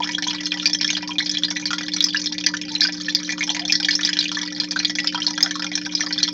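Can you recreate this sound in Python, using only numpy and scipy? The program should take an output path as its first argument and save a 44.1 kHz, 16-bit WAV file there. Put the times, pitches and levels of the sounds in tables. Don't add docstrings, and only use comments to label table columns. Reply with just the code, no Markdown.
import sys
import numpy as np
from scipy import signal
from scipy.fft import rfft, irfft, next_fast_len
from scipy.io import wavfile
from scipy.ndimage import uniform_filter1d

SR = 44100
rng = np.random.default_rng(int(sys.argv[2]) if len(sys.argv) > 2 else 0)


def inscribe(sig):
    pcm = np.round(np.clip(np.atleast_2d(sig).T, -1, 1) * 32767)
    wavfile.write(sys.argv[1], SR, pcm.astype(np.int16))


N = 279149

# multiple of the mains frequency, rms level/dB
HUM_HARMONICS = [(2, -64.5), (3, -39), (4, -51), (5, -32), (6, -57.5), (7, -67), (8, -84.5)]
# f/Hz, relative level/dB
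RUMBLE_SPECTRUM = [(20, -24), (55, -14), (110, -8), (160, -8.5), (200, 1), (290, -8.5), (340, -10.5),
                   (450, -15.5), (540, -2.5), (630, -23), (1000, -42.5), (5000, -23), (8000, -47)]
# t/s, level/dB, starting f/Hz
AIR_POCKETS = [(2.705, -35.5, 922), (3.475, -35.5, 895), (3.605, -33, 738), (5.43, -35, 787)]
# f/Hz, bandwidth/Hz, gain/dB
TANK_MODES = [(969, 17, 14.5), (1566, 24, 5.5), (1755, 39, 9.5), (1956, 19, 14.5), (2240, 30, 14.5),
              (2415, 32.6, 19.5), (3275, 190, 8.5), (3390, 33, -11.5), (4187, 38, 13), (4704, 31.5, 13),
              (5070, 52, 6.5), (5390, 30, 9)]
# f/Hz, relative level/dB
SPLASH_SPECTRUM = [(400, -15.5), (950, -9.5), (1200, -14), (1800, 13.5), (2800, -10.5), (3500, 16),
                   (6000, 9.5)]
# f/Hz, relative level/dB
SPRAY_LEVELS = [(680, -20.5), (900, -11), (1200, -15.5), (1800, -1), (2700, -6), (3400, 8), (5200, 5.5),
                (6500, 0)]
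# f/Hz, scatter/octaves, relative level of a heavy drip/dB, range below it/dB
DRIP_PITCHES = [(790, .08, -32, 19), (984, .12, -31.5, 33), (1751, .25, -18.5, 18), (3320, 0.15, -15.5, 20),
                (5274, .13, -15, 10)]
# t/s, gain of high pitches/dB, gain of low pitches/dB
TRICKLE_SWELL = [(0.0, -0.7, 3.5), (0.601, -3.2, 0), (0.9, 7, 2.8), (1.11, -21.5, -5), (1.31, -4.3, -8),
                 (1.808, -3, 4.5), (2.109, 1.5, -10.5), (2.71, -6, -11), (2.81, -10, 11.5),
                 (3.01, -12, -16), (3.52, 1, 7), (3.82, 5.5, -3.5), (4.219, 5.5, -2), (4.319, -4.5, -5.5),
                 (5.428, -2, 1.5), (5.83, -5.2, -1.5), (6.13, -12, 3.5), (6.33, 5.3, -7)]
# t/s, relative level/dB, bubble f/Hz
LOUD_DROPS = [(0.0029, -16, 904), (0.033, -14, 3480), (0.1479, -12.5, 3300), (0.2669, -23.5, 940),
              (0.282, -14.5, 3330), (0.4566, -14.5, 5220), (0.5188, -12.5, 3380), (0.5978, -16.5, 3510),
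              (0.657, -7.0, 4640), (0.6573, -14.5, 2530), (0.6715, -13.5, 4800), (0.7318, -10.5, 5420),
              (0.878, -14, 5400), (0.9509, -15, 3250), (1.0916, -24.5, 1070), (1.1835, -10, 3700),
              (1.2023, -17, 1850), (1.2944, -11.5, 5160), (1.3706, -12, 3360), (1.4347, -9, 3560),
              (1.5038, -17.5, 5620), (1.5615, -18.5, 1970), (1.6554, -13.5, 4590), (1.9364, -13.0, 4330),
              (2.0057, -6.5, 3760), (2.041, -5, 5140), (2.1459, -11, 1666), (2.1703, -13.5, 5140),
              (2.2594, -14, 5340), (2.4634, -6.5, 4830), (2.4654, -16, 1840), (2.539, -15.0, 1540),
              (2.7515, -11.5, 4000), (2.8071, -7, 3990), (2.8168, -15.5, 1680.0), (2.8164, -11, 4500),
              (2.8702, -14.5, 5000), (3.0826, -14.5, 1810), (3.149, -6, 4890), (3.2921, -16, 1960),
              (3.4078, -13.5, 2010), (3.42, -16, 2230), (3.493, -12, 3310), (3.679, -18.5, 5550),
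              (3.6977, -12.5, 2540), (3.7227, -6.5, 5280), (3.7533, -8.5, 4490), (3.8462, -10.5, 3630),
              (3.8854, -12.5, 4790), (3.8855, -9.5, 1790), (3.9096, -10.5, 4970), (3.9523, -9, 5460),
              (3.9916, -18.5, 1664), (4.032, -12.5, 3670), (4.0493, -8, 4910), (4.09, -17, 1794),
              (4.1893, -7.5, 4010), (4.255, -16, 2920), (4.3691, -17.0, 1740), (4.6, -10.0, 4900),
              (4.7097, -14.5, 4730), (4.7607, -14.0, 1440), (4.7902, -13.0, 4300), (4.8486, -7.0, 4480),
              (4.9857, -12.5, 2020), (5.073, -8.5, 5060), (5.1457, -19, 960), (5.2189, -15, 3090),
              (5.2661, -7.5, 4400), (5.4276, -3, 5130), (5.7538, -11, 5630), (5.9507, -9.5, 5100.0),
              (6.0063, -15, 5800), (6.0084, -15.5, 1830), (6.126, -13.5, 4480), (6.1788, -14, 3540),
              (6.2299, -6, 4355)]
# f/Hz, gain/dB
MIC_RESPONSE = [(5000, -2.5), (5900, -0.5), (6500, -5), (7100, -12), (7600, -19), (8100, -31),
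                (9000, -37.5), (9600, -71)]


def amp(db):
    return 10 ** (np.asarray(db) / 20)


def unit(x):
    return x / np.sqrt(np.mean(x ** 2) + 1e-20)


def level_at(spectrum, hz):
    f, db = np.transpose(spectrum)
    return np.interp(np.log(hz + 1), np.log(f + 1), db)


def colour(x, spectrum):
    size = next_fast_len(len(x))
    gain = amp(level_at(spectrum, np.fft.rfftfreq(size, 1 / SR)))
    return irfft(rfft(x, size) * gain, size)[:len(x)]


def add(mix, start, sound):
    part = mix[max(round(start * SR), 0):][:len(sound)]
    part += sound[:len(part)]


def decay(t, t60):
    return np.exp(-np.log(1000) * t / t60)


def echoes(t, t60, delay):
    tail = rng.standard_normal(len(t)) * decay(t, t60) * (t > delay)
    return tail / np.linalg.norm(tail)


def room(x, t60=0.11, wet_db=-17):
    response = echoes(np.arange(SR // 2) / SR, t60, delay=0.013)
    return x + amp(wet_db) * signal.fftconvolve(x, response)[:N]


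def pump(mains_hz=59.98, waver=0.042, rumble_db=-44):
    t = np.arange(N) / SR
    knots = np.linspace(0, t[-1], 90)
    hum = np.zeros(N)
    for order, db in HUM_HARMONICS:
        sway = 1 + waver * np.interp(t, knots, rng.standard_normal(len(knots)))
        cycles = order * mains_hz * t + rng.random()
        hum += amp(db) * sway * np.sqrt(2) * np.sin(2 * np.pi * cycles)
    rumble = unit(colour(rng.standard_normal(N), RUMBLE_SPECTRUM))
    return hum + amp(rumble_db) * rumble


def gurgles(swell_s=0.016, sag_per_s=1.2, waver=0.03, faint_db=-50, faint_hz=840, count=45):
    t = np.arange(SR // 5) / SR
    envelope = t / swell_s * np.exp(1 - t / swell_s)
    faint = [(rng.uniform(0, N / SR), faint_db, faint_hz * np.exp(0.19 * (rng.random() - .5)))
             for _ in range(count)]
    out = np.zeros(N)
    for start, db, hz in list(AIR_POCKETS) + faint:
        wobble = waver * unit(uniform_filter1d(rng.standard_normal(len(t)), size=200))
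        cycles = np.cumsum(hz * np.exp(wobble - sag_per_s * t)) / SR
        add(out, start, amp(db) * envelope * np.sin(2 * np.pi * cycles))
    return out


def tank_ring(t):
    hz, width, db = np.transpose(TANK_MODES)[:, :, None]
    envelopes = amp(db) * 2 * np.pi * width / SR * np.exp(-np.pi * width * t)
    return (envelopes * np.cos(2 * np.pi * hz * t)).sum(0)


def bubble(t, hz, swell, rise=0.01):
    length, climb = np.clip(rng.standard_normal(2), -2, 2)
    peak_s = swell * (SR / 10 / hz) ** 0.45 * np.exp(0.34 * length)
    age = np.maximum(t, 0) / peak_s
    pitch = hz * (1 + rise * (1 + climb) * (np.minimum(age, 10) - 2))
    return age * np.exp(1 - age) * np.sin(2 * np.pi * np.cumsum(pitch) / SR)


def plink(t, ring, hz, swell, splash_db, twin_db=-5, walls_db=2):
    twin_hz = hz * np.exp(0.1685 * (rng.standard_normal() + .5))
    twin_lag = .002 * rng.uniform(0.71, 1.937)
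    twin = amp(twin_db) * bubble(t - twin_lag, twin_hz, swell)
    fizz = colour(rng.standard_normal(len(t)), SPLASH_SPECTRUM)
    splash = amp(splash_db) * fizz * decay(t, t60=0.019)
    path = ring + amp(walls_db) * echoes(t, t60=0.04, delay=0.0015)
    path[0] += 1
    sound = signal.fftconvolve(bubble(t, hz, swell) + twin + splash, path)[:len(t)]
    return sound / np.sqrt(np.mean(sound[:256] ** 2))


def gathering(times, lead_s):
    falls = np.sort(np.array(LOUD_DROPS)[:, 0])
    wait = np.append(falls, np.inf)[np.searchsorted(falls, times)] - times
    return np.exp(-wait / lead_s)


def spray(t, ring, patter_db=-37, thrown_db=-28, spread_db=6, hush_db=12, count=950, sizes=200):
    pitches = np.linspace(np.sqrt(SPRAY_LEVELS[0][0]), np.sqrt(SPRAY_LEVELS[-1][0]), sizes) ** 2
    plinks = [amp(level_at(SPRAY_LEVELS, hz)) * plink(t, ring, hz, swell=0.00066, splash_db=-17.5)
              for hz in pitches]
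    times = rng.uniform(0, N / SR, count)
    patter = list(zip(times, patter_db - hush_db * gathering(times, lead_s=0.0059)))
    thrown = [(fall + .013 * rng.uniform(.5, 2), thrown_db) for fall, _, _ in sorted(LOUD_DROPS)]
    out = np.zeros(N)
    for start, db in patter + thrown:
        scatter_db = spread_db * np.clip(rng.standard_normal(), -2, 2)
        add(out, start, amp(db + scatter_db) * plinks[rng.integers(sizes)])
    return out


def drips(jitter=0.39, hush_db=20, headroom_db=2, low_below_hz=2600, count=180):
    times = (np.arange(count) + .5 + jitter * rng.standard_normal(count)) * N / SR / count
    hush = hush_db * gathering(times, lead_s=0.011)
    knots, high_db, low_db = np.transpose(TRICKLE_SWELL)
    drip_weakness = rng.random(count)
    rows = []
    for hz, octaves, heavy_db, range_db in DRIP_PITCHES:
        weakness = np.where(rng.random(count) < .5, drip_weakness, rng.random(count))
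        flow_db = np.interp(times, knots, low_db if hz < low_below_hz else high_db)
        db = heavy_db - range_db * weakness - hush + flow_db
        db = np.minimum(db, heavy_db + headroom_db)
        pitches = hz * 2 ** (octaves * np.clip(rng.standard_normal(count), -2, 2))
        rows += zip(times, db, pitches)
    return rows


def drops(t, ring, falls, swell, splash_db, gain_db=-1.5):
    out = np.zeros(N)
    for start, db, hz in falls:
        add(out, start, amp(db + gain_db) * plink(t, ring, hz, swell, splash_db))
    return out


def scene():
    t = np.arange(3000) / SR
    ring = tank_ring(t)
    hum = pump()
    loud = drops(t, ring, LOUD_DROPS, swell=0.00074, splash_db=-16.5)
    trickle = drops(t, ring, drips(), swell=0.00066, splash_db=-14)
    water = loud + trickle + spray(t, ring) + gurgles()
    return (hum + room(water))[None]


def record(dry, ceiling=.735, cutoff_hz=17000):
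    dull = colour(dry[0], MIC_RESPONSE)
    limited = dull / (1 + (dull / ceiling) ** 12) ** (1 / 12)
    lowpass = signal.firwin(255, cutoff_hz, window=("kaiser", 9), fs=SR)
    return signal.oaconvolve(limited, lowpass, "same")[None]


dry = scene()
out = record(dry)
inscribe(out)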